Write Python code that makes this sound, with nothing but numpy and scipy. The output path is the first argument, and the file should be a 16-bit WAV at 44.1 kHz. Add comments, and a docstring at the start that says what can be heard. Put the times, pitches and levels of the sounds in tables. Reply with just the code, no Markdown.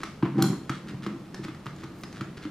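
"""A quiet room, a stereo pair of microphones close to a table. A small screwdriver turns a screw in a
hollow plastic handle held on the table top. The bit clicks in the screw head at each new grip; early on
the handle knocks on the table, judders and groans, and the bit slips with a snap. Fingers and thread
rub between the clicks, and the contacts set table and room ringing low over a faint room tone."""
import sys
import numpy as np
from scipy import signal
from scipy.fft import rfft, irfft
from scipy.io import wavfile
from scipy.ndimage import uniform_filter1d

SR = 44100
rng = np.random.default_rng(int(sys.argv[2]) if len(sys.argv) > 2 else 0)


def bounce(signal):
    """Save signal as a 16-bit WAV file at the path given by the first command-line argument."""
    frames = np.transpose(np.atleast_2d(signal))
    limited = np.clip(frames, -1, 1)
    pcm = np.round(limited * 32767).astype(np.int16)
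    wavfile.write(sys.argv[1], SR, pcm)


N = 110250
TIME = np.arange(N) / SR
FREQS = np.fft.rfftfreq(N, 1 / SR)


def blows():
    """The bit clicks in the screw and slips once, the handle knocks; the table thuds under both."""
    # (time [s], thud [dB], clack [dB], tick [dB], casing pitch [Hz], tick ring [Hz])
    clicks = [(0.0334,-31.5,-29,-34.5,1227,2140), (0.6952,-22,-24.5,-35,1296,3250),
              (1.064,-24.5,-31,-45,1210,2120), (1.3444,-36.5,-39,-39.5,1740,5340),
              (1.4484,-31,-39,-46.5,1290,2530), (1.483,-28.5,-37.5,-69,1230,1900),
              (1.547,-67,-47.5,-53.5,1270,3460), (1.6584,-33.5,-42.5,-45.5,1230,1950),
              (1.6657,-42,-32.5,-52,1220,2390), (1.763,-67,-71,-50.5,1290,6840),
              (1.8354,-28.5,-39,-58,1250,1250), (1.8396,-43,-46,-48,1290,4080),
              (2.0354,-37,-37.5,-39.5,1224,5090), (2.127,-46,-48,-47.5,1300,6200),
              (2.2096,-25.5,-31.5,-46.5,1340,6800), (2.452,-34,-40,-52,1350,1860)]
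    # the handle bumps the table: (time [s], thud [dB], dull casing knock [dB])
    knocks = [(0.2256, -12, -27), (0.252, -20.5, -31), (0.386, -17.5, -36), (0.414, -14.5, -36),
              (0.441, -18.5, -32), (0.496, -18, -37.5), (0.942, -30.5, -47), (1.392, -30, -53)]
    # spectrum of the casing knock: (frequency [Hz], level [dB])
    knock_colour = [(400, -17.5), (750, -5), (1000, 2.5), (1500, -7), (3000, -17), (9000, -45)]
    thud_lag_s = 0.001
    out = np.zeros(N)
    for start, thud_db, clack_db, tick_db, casing_hz, tick_hz in clicks:
        add_blow(out, start + thud_lag_s, thud_db, table_thud())
        add_blow(out, start, clack_db, casing_clack(casing_hz))
        add_blow(out, start, tick_db, bit_tick(tick_hz))
    for start, thud_db, knock_db in knocks:
        add_blow(out, start + thud_lag_s, thud_db, table_thud())
        add_blow(out, start, knock_db, crack(knock_colour, t60=0.086))
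    add_blow(out, start=0.4229, db=-20.5, sound=bit_snap())
    return out


def bit_tick(hz):
    """Metal on metal: a bright crack with one ring that depends on how the bit sits."""
    # spectrum of the crack: (frequency [Hz], level [dB])
    tick_colour = [(1000, 1.5), (2500, -4.5), (4200, 0.5), (6500, -4), (12500, -16.5), (16000, -41)]
    metal_ring = rms_one(ring([(hz, 0, 0.012)], size=4096))
    return crack(tick_colour, t60=0.039) + from_db(-5.5) * metal_ring


def bit_snap():
    """The bit skids over the edge of its slot: a short rasp that sets the shaft ringing."""
    # spectrum of the skid: (frequency [Hz], level [dB])
    skid_colour = [(1000, -2), (2500, -9.5), (4500, -0.5), (7200, 0.5), (10000, -3), (11800, 2.5),
                   (16000, -9.5)]
    # shaft modes: (frequency [Hz], level [dB], t60 [s])
    shaft_modes = [(1427, -2, 0.011), (3300, -8, 0.01), (4160, -3, 0.011), (5430, -6.5, 0.0086),
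                   (7040, -5, 0.0074)]
    skid_s, rise_s = 0.0048, 0.0024
    t = TIME[:4096]
    skid = rng.standard_normal(len(t)) / (1 + (t / skid_s) ** 4)
    shaft = ring(shaft_modes, size=len(t)) * np.minimum(t / rise_s, 1)
    return from_db(0.5) * rms_one(colour(skid, skid_colour)) + rms_one(shaft)


def casing_clack(hz):
    """The hollow casing: one mode set by the grip, a higher one and a dense crack."""
    # upper casing mode: (frequency [Hz], level [dB], t60 [s])
    upper_mode = [(1993, -7, 0.0096)]
    # spectrum of the crack: (frequency [Hz], level [dB])
    clack_colour = [(550, -7), (1200, -3.5), (3000, -9.5), (5000, -18.5), (9000, -31.5), (16000, -34)]
    shell = ring([(hz, 0, 0.016), *upper_mode], size=4096, vary_db=2)
    return rms_one(shell) + from_db(-2) * crack(clack_colour, t60=0.054)


def table_thud():
    """The table top under a soft blow; it radiates little below its first mode."""
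    # table top modes: (frequency [Hz], level [dB], t60 [s])
    table_modes = [(132, -7.5, 0.083), (191, 0, 0.012), (314.4, -1.5, 0.032), (337.6, -5, 0.044)]
    radiated_band = signal.butter(2, [131.6, 776], "band", fs=SR, output="sos")
    return signal.sosfilt(radiated_band, ring(table_modes, size=8192, vary_db=2))


def dragging():
    """The handle judders on the table; where it catches, the slips lock into a short, wavering tone."""
    # strength of the judder: (time [s], level [dB])
    judder_levels = [(0, -42.5), (.2, -60), (.33, -33.5), (.39, -19), (.44, -27), (.53, -27), (.62, -45),
                     (.84, -51), (.9, -35), (1.0, -47.5), (1.12, -36.5), (1.25, -49), (1.45, -41.5),
                     (1.6, -57.5), (1.85, -44.5), (2.0, -52.5), (2.18, -43), (2.33, -50.5)]
    # its spectrum: (frequency [Hz], level [dB])
    judder_colour = [(65, -60.5), (95, -24.5), (140, 4), (200, -0.5), (255, -5.5), (320, 0), (430, -18.5),
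                     (650, -36), (1100, -24), (10000, -78)]
    # groans and squeaks: (start [s], rise [s], t60 [s], pitch [Hz], level [dB])
    groans = [(0.374, 0.019, 0.44, 778, -34.5), (0.365, .04, 0.094, 330, -19.5),
              (2.452, 0.0025, 0.21, 300, -27.5)]
    judder_gain = from_db(np.interp(TIME, *np.transpose(judder_levels)))
    out = judder_gain * friction(judder_colour, per_s=900, spread_db=2.5)
    for start, rise, t60, hz, db in groans:
        t = np.maximum(TIME - start, 0)
        envelope = np.minimum(t / rise, 1) * from_db(db - 60 * np.maximum(t - rise, 0) / t60)
        waver = rms_one(uniform_filter1d(rng.standard_normal(N), size=800))
        pitch = hz * (1 + 0.014 * waver)
        out += envelope * np.sin(2 * np.pi * np.cumsum(pitch * (t > 0)) / SR)
    return out


def rubbing():
    """Fingers and thread: each turn is a swell of gritty slips. A faint, high hiss swells once, briefly."""
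    # rubs of the turns, and one short rebound of the handle at 0.755 s: (middle [s], length [s], level [dB])
    rubs = [(0.022, 0.083, -48), (0.415, 0.063, -42.5), (0.755, 0.017, -45.5), (0.894, 0.034, -48.5),
            (1.042, 0.035, -46), (1.445, 0.022, -41.5), (1.809, 0.052, -54), (2.164, 0.054, -48),
            (2.378, 0.015, -40.5), (2.435, 0.025, -45)]
    # their spectrum: (frequency [Hz], level [dB])
    rub_colour = [(400, 4.5), (750, -17), (1250, 3), (2300, -2.5), (4500, -7), (8000, -18.5), (12500, -28),
                  (15000, -43)]
    # the swell of high hiss: (middle [s], length [s], level [dB])
    hiss_swell = (2, 0.091, -59.5)
    # its spectrum: (frequency [Hz], level [dB])
    hiss_colour = [(2000, -13), (7000, -10), (15000, -10)]
    steady_grip_db = -61
    turns = sum(swell(*rub) for rub in rubs)
    grit = (from_db(steady_grip_db) + turns) * friction(rub_colour, per_s=1800, spread_db=1.5)
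    return grit + swell(*hiss_swell) * friction(hiss_colour, per_s=4400, spread_db=5)


def direct_sound(x):
    """Direct sound reaches the two microphones more and more out of step towards the treble."""
    # (frequency [Hz], phase between the microphones [rad])
    phase_gap = [(1000, 0), (5500, 0.67), (10000, 1.63)]
    phase = at_hz(phase_gap, FREQS)
    return irfft(rfft(x) * np.exp(0.5j * phase * np.array([[1], [-1]])), N)


def room(contacts, sliding, directions=3):
    """A blow sounds a little different in each direction; the walls blend these; standing waves ring on."""
    # standing waves: (frequency [Hz], relative level [dB], t60 [s])
    room_modes = [(142.6, -1, .5), (180.4, 2, .5), (213, 0, .4), (253, -3, .45), (298, -5, .35),
                  (314, -6, .35), (337, -2, .4), (942, 2, .4)]
    tail = sum(reflections(blows() + sliding) for _ in range(directions)) / np.sqrt(directions)
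    return tail + convolve(contacts, from_db(-60.5) * ring(room_modes, size=SR))


def reflections(x):
    """The walls return a diffuse tail that builds quickly and lingers longest around 4 kHz."""
    # decay of the room: (frequency [Hz], t60 [s])
    room_t60 = [(150, 0.29), (1000, 0.29), (4000, 0.54), (12000, 0.32)]
    # tone of the tail: (frequency [Hz], gain [dB])
    room_colour = [(100, -15), (300, -9), (600, 0.5), (1500, -0.5), (11000, -2), (15000, -17)]
    first_echo_s, build_s = 0.0018, 0.017
    noise = rfft(diffuse_noise())
    centres = np.geomspace(125, 16000, 6)
    tail = 0
    for centre, weights in zip(centres, np.eye(len(centres))):
        band = irfft(noise * at_hz(np.c_[centres, weights], FREQS), N)
        tail = tail + band * from_db(-60 * TIME / at_hz(room_t60, centre))
    onset = np.clip((TIME - first_echo_s) / build_s, 0, 1)
    response = rms_one(tail * onset) / np.sqrt(N)
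    return convolve(x, from_db(-3) * colour(response[:, :SR], room_colour))


def room_tone():
    """Still air: a faint, low, steady noise from all around the microphones."""
    # spectrum of the air: (frequency [Hz], level [dB])
    air_colour = [(15, -48), (25, -15), (58, -13), (155, -1.5), (703, -18.5), (1260, -22), (1560, -28),
                  (12900, -44.5), (14000, -52)]
    return from_db(-46) * rms_one(colour(diffuse_noise(), air_colour))


def diffuse_noise():
    """White noise at the two microphones, alike in the bass and unrelated in the treble."""
    # (frequency [Hz], left-right correlation [0 to 1])
    likeness = [(100, .999), (300, 0.96), (700, 0.68), (1400, 0.85), (2800, 0.56), (12000, 0.017)]
    alike = at_hz(likeness, FREQS)
    mid, side = rfft(rng.standard_normal((2, N)))
    return irfft(np.sqrt((1 + alike) / 2) * mid + np.sqrt((1 - alike) / 2) * side * [[1], [-1]], N)


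def ring(modes, size, vary_db=0):
    """Decaying sines of alternating sign; vary_db scatters how hard each is struck."""
    t = TIME[:size]
    out = np.zeros(size)
    for k, (hz, db, t60) in enumerate(modes):
        envelope = from_db(db + vary_db * rng.standard_normal() - 60 * t / t60)
        out += (-1) ** k * envelope * np.sin(2 * np.pi * hz * t)
    return out


def crack(spectrum, t60, size=4096):
    """A noise burst standing for countless fast-dying modes; rms 1."""
    burst = rng.standard_normal(size) * from_db(-60 * TIME[:size] / t60)
    return rms_one(colour(burst, spectrum))


def friction(spectrum, per_s, spread_db):
    """Tiny random slips of uneven size; rms 1."""
    sizes = from_db(spread_db * np.minimum(rng.exponential(1, N), 4)) * rng.standard_normal(N)
    slips = rng.random(N) < per_s / SR
    return rms_one(colour(sizes * slips, spectrum))


def swell(middle, length, db):
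    """A bell-shaped rise and fall of gain."""
    return from_db(db) * np.exp(-(2 * (TIME - middle) / length) ** 2)


def add_blow(out, start, db, sound, blow_s=0.004):
    """Place one blow; its level is its energy spread over blow_s."""
    i = int(start * SR)
    gain = from_db(db) * np.sqrt(blow_s * SR / np.sum(sound ** 2))
    out[i:i + len(sound)] += gain * sound[:N - i]


def colour(x, spectrum):
    """Causal (minimum-phase) filter with the given spectrum."""
    n = x.shape[-1]
    gain = from_db(at_hz(spectrum, np.fft.rfftfreq(2 * n, 1 / SR)))
    cepstrum = irfft(np.log(gain))
    cepstrum[1:n] *= 2
    cepstrum[n + 1:] = 0
    return irfft(rfft(x, 2 * n) * np.exp(rfft(cepstrum)))[..., :n]


def convolve(x, response):
    """Pass a mono sound through one response per channel."""
    return signal.fftconvolve(x[None], np.atleast_2d(response), axes=1)[:, :N]


def at_hz(points, hz):
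    """Read a table on a log-frequency axis."""
    freqs, values = np.transpose(points)
    return np.interp(np.log(hz + 1e-3), np.log(freqs), values)


def from_db(db):
    """Decibels to gain."""
    return 10 ** (np.asarray(db) / 20)


def rms_one(x):
    """Scale to rms 1."""
    return x / np.sqrt(np.mean(x ** 2) + 1e-20)


def scene():
    """Blows and friction close to the microphones, the room behind them, room tone underneath."""
    sliding = rubbing() + dragging()
    contacts = blows() + sliding
    return direct_sound(contacts) + room(contacts, sliding) + room_tone()


def record(dry):
    """A steep low-pass cuts the top: 70 dB down from 16.5 kHz."""
    return signal.sosfilt(signal.cheby2(14, 70, 16500, fs=SR, output="sos"), dry)


dry = scene()
out = record(dry)
bounce(out)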